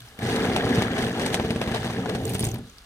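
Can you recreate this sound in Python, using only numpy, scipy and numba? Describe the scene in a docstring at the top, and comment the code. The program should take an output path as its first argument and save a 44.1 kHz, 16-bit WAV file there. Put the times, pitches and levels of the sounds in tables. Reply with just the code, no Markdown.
"""Soft wet gel beads pour from a bowl into a plastic bin, close to a two-port microphone in a quiet room.
Faint patter and wet ticks, which are short bands of noise, come first over steady coloured room noise.
Then thousands of soft blows drive the bin's resonant modes, beads patter as noisy splats and small pings,
and clumps slap down as bursts of crackle. Late on, the last wet beads leave the bowl with bright ticks
over a fizz of draining film, before the bin rings out."""
import sys
import numpy as np
from scipy import signal
from scipy.fft import rfft, irfft, next_fast_len
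from scipy.io import wavfile
from scipy.ndimage import uniform_filter1d
from numba import njit

SR = 44100
rng = np.random.default_rng(int(sys.argv[2]) if len(sys.argv) > 2 else 0)


def unload_wav(signal):
    """Save mono or channel-first audio to the path in sys.argv[1] as 16-bit WAV at rate SR, clipped to [-1, 1]."""
    wavfile.write(
        sys.argv[1],
        SR,
        np.round(np.clip(np.atleast_2d(signal).T, -1, 1) * 32767).astype(np.int16),
    )


N = 125685
T = np.arange(N) / SR
FFT_SIZE = next_fast_len(N)
HZ = np.fft.rfftfreq(FFT_SIZE, 1 / SR)

# Spectrum of the room noise. Each row: frequency in Hz, relative density in dB per Hz.
ROOM_SPECTRUM = [(25, 15), (60, 13.5), (130, -12.5), (285, -10), (480, -30), (900, -18), (1200, -10),
                 (1900, -20.5), (4000, -17.5), (7000, -25), (12000, -27.5), (16000, -36)]
ROOM_DB = -47

# Course of the pour. Each row: time in seconds, force of the blows on the bin's floor in dB,
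# force on its walls in dB, level of the dull patter in dB, level of the bright patter in dB.
POUR_COURSE = [(0.0, -34, -51, -66, -75), (0.02, -37.5, -59.5, -59, -56), (0.16, -50, -49.5, -58.5, -67),
               (0.24, -19, -26, -36.5, -42), (0.35, -24, -22, -32.5, -41), (0.61, -22.5, -21, -33.5, -45.5),
               (0.83, -19, -22.5, -31.5, -42.5), (0.9, -26, -23, -36, -49), (1.03, -21, -22, -32.5, -40.5),
               (1.13, -27, -27.5, -39, -48), (1.23, -25, -22.5, -35.5, -43.5),
               (1.6, -28.5, -28, -42.5, -50.5), (1.75, -25, -27, -36, -47), (1.79, -18, -29, -40, -46),
               (2.11, -33, -24.5, -42, -51.5), (2.2, -16, -25, -46, -51.5), (2.4, -25.5, -28.5, -54, -54.5),
               (2.43, -13.5, -25, -72, -46.5), (2.59, -23, -38.5, -56.5, -65),
               (2.67, -37.5, -50, -66.5, -58.5), (2.85, -62, -66, -60.5, -62)]

# Modes of the bin's floor and walls. 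Each row: frequency in Hz, relative level in dB,
# t60 in seconds, before the limit.
BIN_MODES = [(108.3, -14.5, 0.22), (122.6, -7.5, 0.18), (169.4, -19.5, 0.2), (185.7, -5.5, 0.23),
             (232, -5, 0.22), (268, -5, 0.15), (342, -11, 0.087), (397.4, -5, 0.045), (450, -4, 0.076),
             (519, -8, 0.026), (630, -13, 0.031), (771, -7, 0.037), (980, -17, 0.017)]
FLOOR_TOP_HZ = 145  # modes below this belong to the floor, the rest to the walls
LONGEST_T60_S = 0.19  # upper limit on the ringing of any mode
BLOWS_PER_S, BLOW_SPREAD_DB, CONTACT_S = 900, 2.5, 0.00033
COMMON_PUSH = 0.3  # part of every blow that drives all modes the same way
THUMP_S = 0.0005  # a soft clump pushes longer than one bead
THUMP_GAIN_DB = 26.5
THUMP_FLOOR_DB, THUMP_ODD = -10, 0.7  # drives the floor less, and neighbouring modes unequally

# Spectrum of the patter. Each row: frequency in Hz, relative density in dB per Hz.
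PATTER_SPECTRUM = [(410, -7.5), (700, -1.5), (776, -3), (929, -11), (1500, -10.5), (1660, -5), (1900, -10),
                   (2060, -10.5), (2600, -16), (2950, -12.5), (3200, -14.5), (3380, -12.5), (4100, -17.5),
                   (4500, -18), (4960, -22.5), (6330, -24), (7300, -26), (9200, -27), (11300, -35),
                   (15200, -35.5)]
PATTERS_PER_S, PATTER_SPREAD_DB = 2500, 3.8
SPLAT_S, SPLAT_RISE_S = 0.0008, 0.0004
PINGS_PER_S, PING_SPREAD_DB = 6000, 3.6
PING_LOW_HZ, PING_HIGH_HZ = 698.5, 14360
PING_CYCLES = 4.0  # cycles in which a ping falls by a factor e
SPLIT_HZ = 3140  # between dull and bright

# Wet ticks of single beads. Each row: start in seconds, relative level in dB, pitch in Hz.
TICK_EVENTS = [(0.0034, -33.5, 3500), (0.0853, -42, 5400), (0.189, -29, 1970), (0.22, -31, 1910),
               (2.2205, -50, 3800), (2.252, -23, 7440), (2.2654, -33, 13600), (2.2774, -32, 4380),
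               (2.2934, -24.5, 9400), (2.3204, -39, 8870), (2.335, -30, 14000), (2.3444, -29, 8400),
               (2.35, -26, 8600), (2.382, -32, 9400), (2.393, -18.5, 9400), (2.4002, -23, 9200),
               (2.405, -20.5, 9500), (2.426, -27.5, 4930), (2.4413, -19, 9400), (2.4501, -20.5, 7170),
               (2.4676, -26.5, 8400), (2.4874, -30, 6730), (2.514, -29, 6400), (2.541, -30, 13800),
               (2.584, -39.5, 9000), (2.6966, -40.5, 6500), (2.7825, -36.5, 4860)]
TICK_S, TICK_WIDTH = 0.0015, 0.19  # decay, bandwidth / pitch
TICK_SPLASH_DB = -5  # broad part of a tick, against its pitched part

# Wet film draining off the bowl. Each row: time in seconds, level of the fizz in dB.
FIZZ_COURSE = [(2.15, -61), (2.23, -51), (2.26, -45), (2.3, -37), (2.33, -48.5), (2.355, -38), (2.375, -50),
               (2.4, -43), (2.45, -39), (2.49, -43), (2.51, -52), (2.55, -52.5), (2.62, -84)]
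# Spectrum of fizz and tick splash. Each row: frequency in Hz, relative density in dB per Hz.
FIZZ_SPECTRUM = [(1760, 2), (3000, 7), (5200, 1), (6800, 3), (7640, 0.5), (8880, 3), (11400, -1.5),
                 (13500, 1.5), (15500, -6)]
FIZZ_PER_S, FIZZ_SPREAD_DB = 2500, 3.5
FIZZ_WANDER_PER_S, FIZZ_WANDER_DB = 40, 2.0

# Clumps slapping down. Each row: time in seconds, level of the slap in dB,
# brightness (treble gain) in dB, relative thump on the bin in dB.
SLAP_EVENTS = [(0.19, -26, -7, -26), (0.2199, -25, -10, -28), (0.2298, -24, 4, -23), (0.2688, -36, 14, -48),
               (0.2952, -14.5, -4, -40), (0.3123, -25, 4, -27), (0.3305, -25, 4, -19),
               (0.3594, -18.5, 7.5, -48), (0.4468, -9, -0.5, -37), (0.4879, -28, 6, -14.5),
               (0.5335, -26, -5, -18), (0.562, -12, 4.5, -22), (0.6498, -23, 11, -16),
               (0.6902, -16, 2, -24), (0.7476, -16.5, 10, -45), (0.7836, -12.5, -5, -10.5),
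               (0.8199, -12.5, 4.5, -44), (0.9816, -10, 0.5, -45), (1.0235, -29, 15, -18.5),
               (1.074, -18, -4, -39), (1.1726, -22, 2, -23), (1.1956, -17.5, 5, -21),
               (1.2175, -16.5, 6, -20), (1.2605, -13, 8, -25), (1.3268, -21, 11, -33),
               (1.3417, -12, 9.5, -42), (1.3974, -13.5, -21, -17.5), (1.448, -20, 1, -17),
               (1.505, -16, 3, -14.5), (1.5594, -18, -3, -16.5), (1.6146, -9, -4, -49),
               (1.6277, -20.5, 0, -48), (1.675, -14.5, -1, -16.5), (1.715, -20.5, 4, -18),
               (1.7453, -11, 1.5, -30), (1.7594, -20.5, 1, -46), (1.8451, -15.5, 2.5, -21),
               (1.8594, -15.5, -1, -35), (1.8994, -18.5, 2.5, -22), (1.9285, -35, 14, -45),
               (2.0572, -18.5, -6, -21.5), (2.094, -17, 3.5, -39), (2.1489, -15, 3.5, -19),
               (2.35, -16.5, 0, -20.5), (2.4094, -40, 22, -17), (2.4334, -19, 0, -15.5),
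               (2.4699, -31.5, 5, -27), (2.53, -32, -7, -40), (2.5432, -30, 3, -34), (2.556, -26, 0, -27),
               (2.5854, -43, 3, -26.5)]
# Spectrum of a slap. Each row: frequency in Hz, relative density in dB per Hz.
SLAP_SPECTRUM = [(410, 3), (700, 8), (1250, -4.5), (1870, -5), (3840, -7.5), (4430, -12), (7490, -19.5),
                 (8210, -17), (14000, -29), (16000, -51)]
CRACKLE_PER_S, CRACKLE_SPREAD_DB = 2500, 2.5  # beads inside a clump
SLAP_RISE_S, SLAP_S = 0.0033, 0.00086
SLAP_TAIL_S, SLAP_TAIL_DB = 0.015, -18.5
SLAP_LEAD_S, SLAP_LEAD_DB = 0.0039, -19  # the first beads of a clump arrive early

# Phase between the ports. Each row: frequency in Hz, lead of the left port in radians.
PORT_LEAD = [(0, 0), (600, .4), (1290, .6), (1890, 1.2), (2580, 2.1), (3790, 3.2), (5170, 4.3), (6200, 6.1),
             (7150, 9.2), (8440, 7), (11800, 2.8), (13100, .2), (15200, -1.5), (16000, -2.5)]
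# Level between the ports. Each row: frequency in Hz, left minus right in dB.
PORT_LEAN = [(60, 0), (380, 0), (700, 1.5), (1290, 3.5), (2380, 2), (4400, 0), (8120, -3), (15000, 0)]
# What each port hears alone, since beads land all over the bin.
# Each row: frequency in Hz, gain in dB against the shared sound.
PORT_ALONE = [(30, -9), (100, -20), (200, -21), (350, -17), (700, -8), (1400, 0), (4000, 0), (9000, -1.5),
              (16000, -2.5)]
LOW_CUT_HZ, TOP_HZ = 66, 16300


def undb(db):
    """Logarithmic level: amplitude gain is 10 to the power dB / 20."""
    return 10 ** (np.asarray(db) / 20)


def unit(x):
    """Normalisation of power: scale to rms 1."""
    return x / np.sqrt(np.mean(x ** 2))


def level_over_time(table, column=1):
    """Amplitude envelope: a dB column interpolated over time, as gain."""
    rows = np.array(table)
    return undb(np.interp(T, rows[:, 0], rows[:, column]))


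def over_log_hz(table):
    """Logarithmic frequency scale: interpolate a table's dB along it."""
    hz, db = np.array(table).T
    return np.interp(np.log(HZ + 1), np.log(hz), db)


def colour(x, table):
    """Linear filtering: multiply the spectrum by a gain curve, keeping the phase."""
    return irfft(rfft(x, FFT_SIZE) * undb(over_log_hz(table)), FFT_SIZE)[..., :N]


def decay(x, seconds):
    """First-order relaxation: every impulse gains an exponential tail."""
    return signal.lfilter([1], [1, -np.exp(-1 / (seconds * SR))], x + 1e-18)


def noise():
    """Uncorrelated sources: three white noises, for shared, left alone and right alone."""
    return rng.standard_normal((3, N))


def rain(per_s, spread_db):
    """Random arrivals: independent impulses, a few much larger than the rest."""
    when = rng.random(N)
    size = np.minimum(rng.exponential(size=N), 4)
    return (when < per_s / SR) * undb(spread_db * size)


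def wander(per_s):
    """Random modulation: levels held 1 / rate s and slewed, with rms 1."""
    hold = int(SR / per_s)
    steps = rng.standard_normal(N)[np.arange(N) // hold]
    return unit(uniform_filter1d(steps, hold // 2))


def spikes(table, column):
    """Impulsive excitation: one impulse per event row, sized by a dB column."""
    rows = np.array(table)
    out = np.zeros(N)
    out[(rows[:, 0] * SR).astype(int)] = undb(rows[:, column])
    return out


def split(x):
    """Complementary bands: a zero-phase low-pass gives the dull part, the remainder is bright."""
    dull = signal.sosfiltfilt(signal.butter(2, SPLIT_HZ, fs=SR, output="sos"), x)
    return dull, x - dull


def room_air():
    """Stationary noise: a constant coloured floor, partly shared and partly each port's own."""
    return undb(ROOM_DB) * unit(colour(noise(), ROOM_SPECTRUM))


def bin_modes(floor_blows, wall_blows, thumps):
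    """Modal superposition: small blows drive each mode their own way, a thump drives them all."""
    out, places = 0, noise()
    inward = np.array([[1], [0], [0]])  # the common push is in the shared sound only
    for k, (hz, db, t60) in enumerate(BIN_MODES):
        radius = np.exp(-np.log(1000) / (min(t60, LONGEST_T60_S) * SR))
        angle = 2 * np.pi * hz / SR
        blows = wall_blows if hz > FLOOR_TOP_HZ else floor_blows
        # shifting the noise gives each mode its own drive
        force = blows * (np.roll(places, 997 * k, axis=1) - COMMON_PUSH * inward)
        thump_gain = (1 + THUMP_ODD * (-1) ** k) * undb(THUMP_FLOOR_DB * (hz < FLOOR_TOP_HZ))
        force = force - thumps * inward * thump_gain
        poles = [1, -2 * radius * np.cos(angle), radius * radius]
        ringing = signal.lfilter([np.sin(angle)], poles, force)
        out = out + undb(db) * np.sqrt(1 - radius) * ringing
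    # a soft contact of finite length dulls the drive
    return decay(out, CONTACT_S) / (CONTACT_S * SR)


@njit
def pings(size, hz, phase, cycles, sr):
    """Damped free oscillation: every impulse rings a few cycles at its own pitch."""
    out = np.zeros(phase.shape)
    for i in range(len(size)):
        if size[i] > 0:
            turn = np.exp((2j * np.pi - 1 / cycles) * hz[i] / sr)
            end = min(i + int(5 * cycles * sr / hz[i]), len(size))
            for row in range(3):
                z = size[i] * np.exp(1j * phase[row, i])
                for k in range(i, end):
                    out[row, k] += z.imag
                    z *= turn
    return out


def wet_beads(per_s, spread_db, gain, spectrum):
    """Impact of bead on bead: short noisy splats and small pings in equal measure, coloured alike."""
    hits = rain(per_s, spread_db) * gain
    splats = decay(decay(hits, SPLAT_S), SPLAT_RISE_S) * noise()
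    hz = rng.uniform(PING_LOW_HZ, PING_HIGH_HZ, N)
    # the root of pitch offsets the shorter ringing of high pings
    struck = rain(PINGS_PER_S, PING_SPREAD_DB) * gain * np.sqrt(hz)
    phase = 2 * np.pi * rng.random((3, N))
    rung = pings(struck, hz, phase, PING_CYCLES, 1.0 * SR)
    return unit(colour(unit(splats) + unit(rung), spectrum))


def stream():
    """Forced vibration and impact noise: blows and thumps drive the bin under the patter of beads."""
    blows = unit(rain(BLOWS_PER_S, BLOW_SPREAD_DB))
    thumps = undb(THUMP_GAIN_DB) * spikes(SLAP_EVENTS, column=3)
    thumps = decay(decay(thumps, THUMP_S), THUMP_S) / (THUMP_S * SR) ** 2
    floor_blows = blows * level_over_time(POUR_COURSE, column=1)
    wall_blows = blows * level_over_time(POUR_COURSE, column=2)
    drum = bin_modes(floor_blows, wall_blows, thumps)
    dull, bright = split(wet_beads(PATTERS_PER_S, PATTER_SPREAD_DB, 1.0, PATTER_SPECTRUM))
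    dull = unit(dull) * level_over_time(POUR_COURSE, column=3)
    bright = unit(bright) * level_over_time(POUR_COURSE, column=4)
    return drum + dull + bright


def ticks():
    """Narrow-band transients: each wet bead pops at its own pitch inside a small splash."""
    out, t = np.zeros((3, N)), np.arange(1024) / SR
    envelope = t / TICK_S * np.exp(-t / TICK_S)
    splash = undb(TICK_SPLASH_DB) * unit(colour(noise(), FIZZ_SPECTRUM))
    for start, db, hz in TICK_EVENTS:
        edges = [hz * (1 - TICK_WIDTH / 2), hz * (1 + TICK_WIDTH / 2)]
        band = signal.butter(2, edges, "bandpass", fs=SR, output="sos")
        pitched = unit(signal.sosfilt(band, rng.standard_normal((3, 1024))))
        i = int(start * SR)
        out[:, i:i + 1024] += undb(db) * (pitched + splash[:, i:i + 1024]) * envelope
    return out


def slaps():
    """Burst of impacts: a landing clump is crackle under a few ms of envelope with a short tail."""
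    def envelope(hits):
        """Sum of exponentials: a main burst, a weak tail and a weak lead."""
        quick = decay(hits, SLAP_RISE_S) / (SLAP_RISE_S * SR)
        tail = undb(SLAP_TAIL_DB) * decay(quick, SLAP_TAIL_S)
        # decaying in reversed time makes the lead swell before the hit
        lead = undb(SLAP_LEAD_DB) * decay(quick[::-1], SLAP_LEAD_S)[::-1]
        return decay(quick, SLAP_S) + tail + lead

    hits = spikes(SLAP_EVENTS, column=1)
    brightness = spikes(SLAP_EVENTS, column=2)
    crackle = noise() * decay(rain(CRACKLE_PER_S, CRACKLE_SPREAD_DB), SPLAT_RISE_S)
    dull, bright = split(unit(colour(crackle, SLAP_SPECTRUM)))
    return envelope(hits) * dull + envelope(hits * brightness) * bright


def fizz():
    """Dense random impacts: draining film makes fine splats and pings whose level wanders."""
    gain = undb(FIZZ_WANDER_DB * wander(FIZZ_WANDER_PER_S))
    beads = wet_beads(FIZZ_PER_S, FIZZ_SPREAD_DB, gain, FIZZ_SPECTRUM)
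    return beads * level_over_time(FIZZ_COURSE)


def scene():
    """Partial coherence: two ports share a sound in their own phase and level, and each adds its own."""
    shared, *own = stream() + ticks() + slaps() + fizz()
    air, *air_alone = room_air()
    lead = np.interp(HZ, *np.array(PORT_LEAD).T)
    lean = over_log_hz(PORT_LEAN)
    side = np.array([[1], [-1]])  # left, right
    alone = colour(np.array(own) + air_alone, PORT_ALONE)
    ports = rfft(shared, FFT_SIZE) * np.exp(0.5j * side * lead) + rfft(air + alone, FFT_SIZE)
    return irfft(ports * undb(side * lean / 2), FFT_SIZE)[:, :N]


def record(dry):
    """Band limitation: little deep bass below about 66 Hz, and next to nothing above about 16 kHz."""
    # the high-pass keeps the bin's pushes from adding deep bass
    firm = signal.sosfilt(signal.butter(2, LOW_CUT_HZ, "high", fs=SR, output="sos"), dry)
    return signal.sosfilt(signal.ellip(10, 0.2, 70, TOP_HZ, fs=SR, output="sos"), firm)


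dry = scene()
out = record(dry)
unload_wav(out)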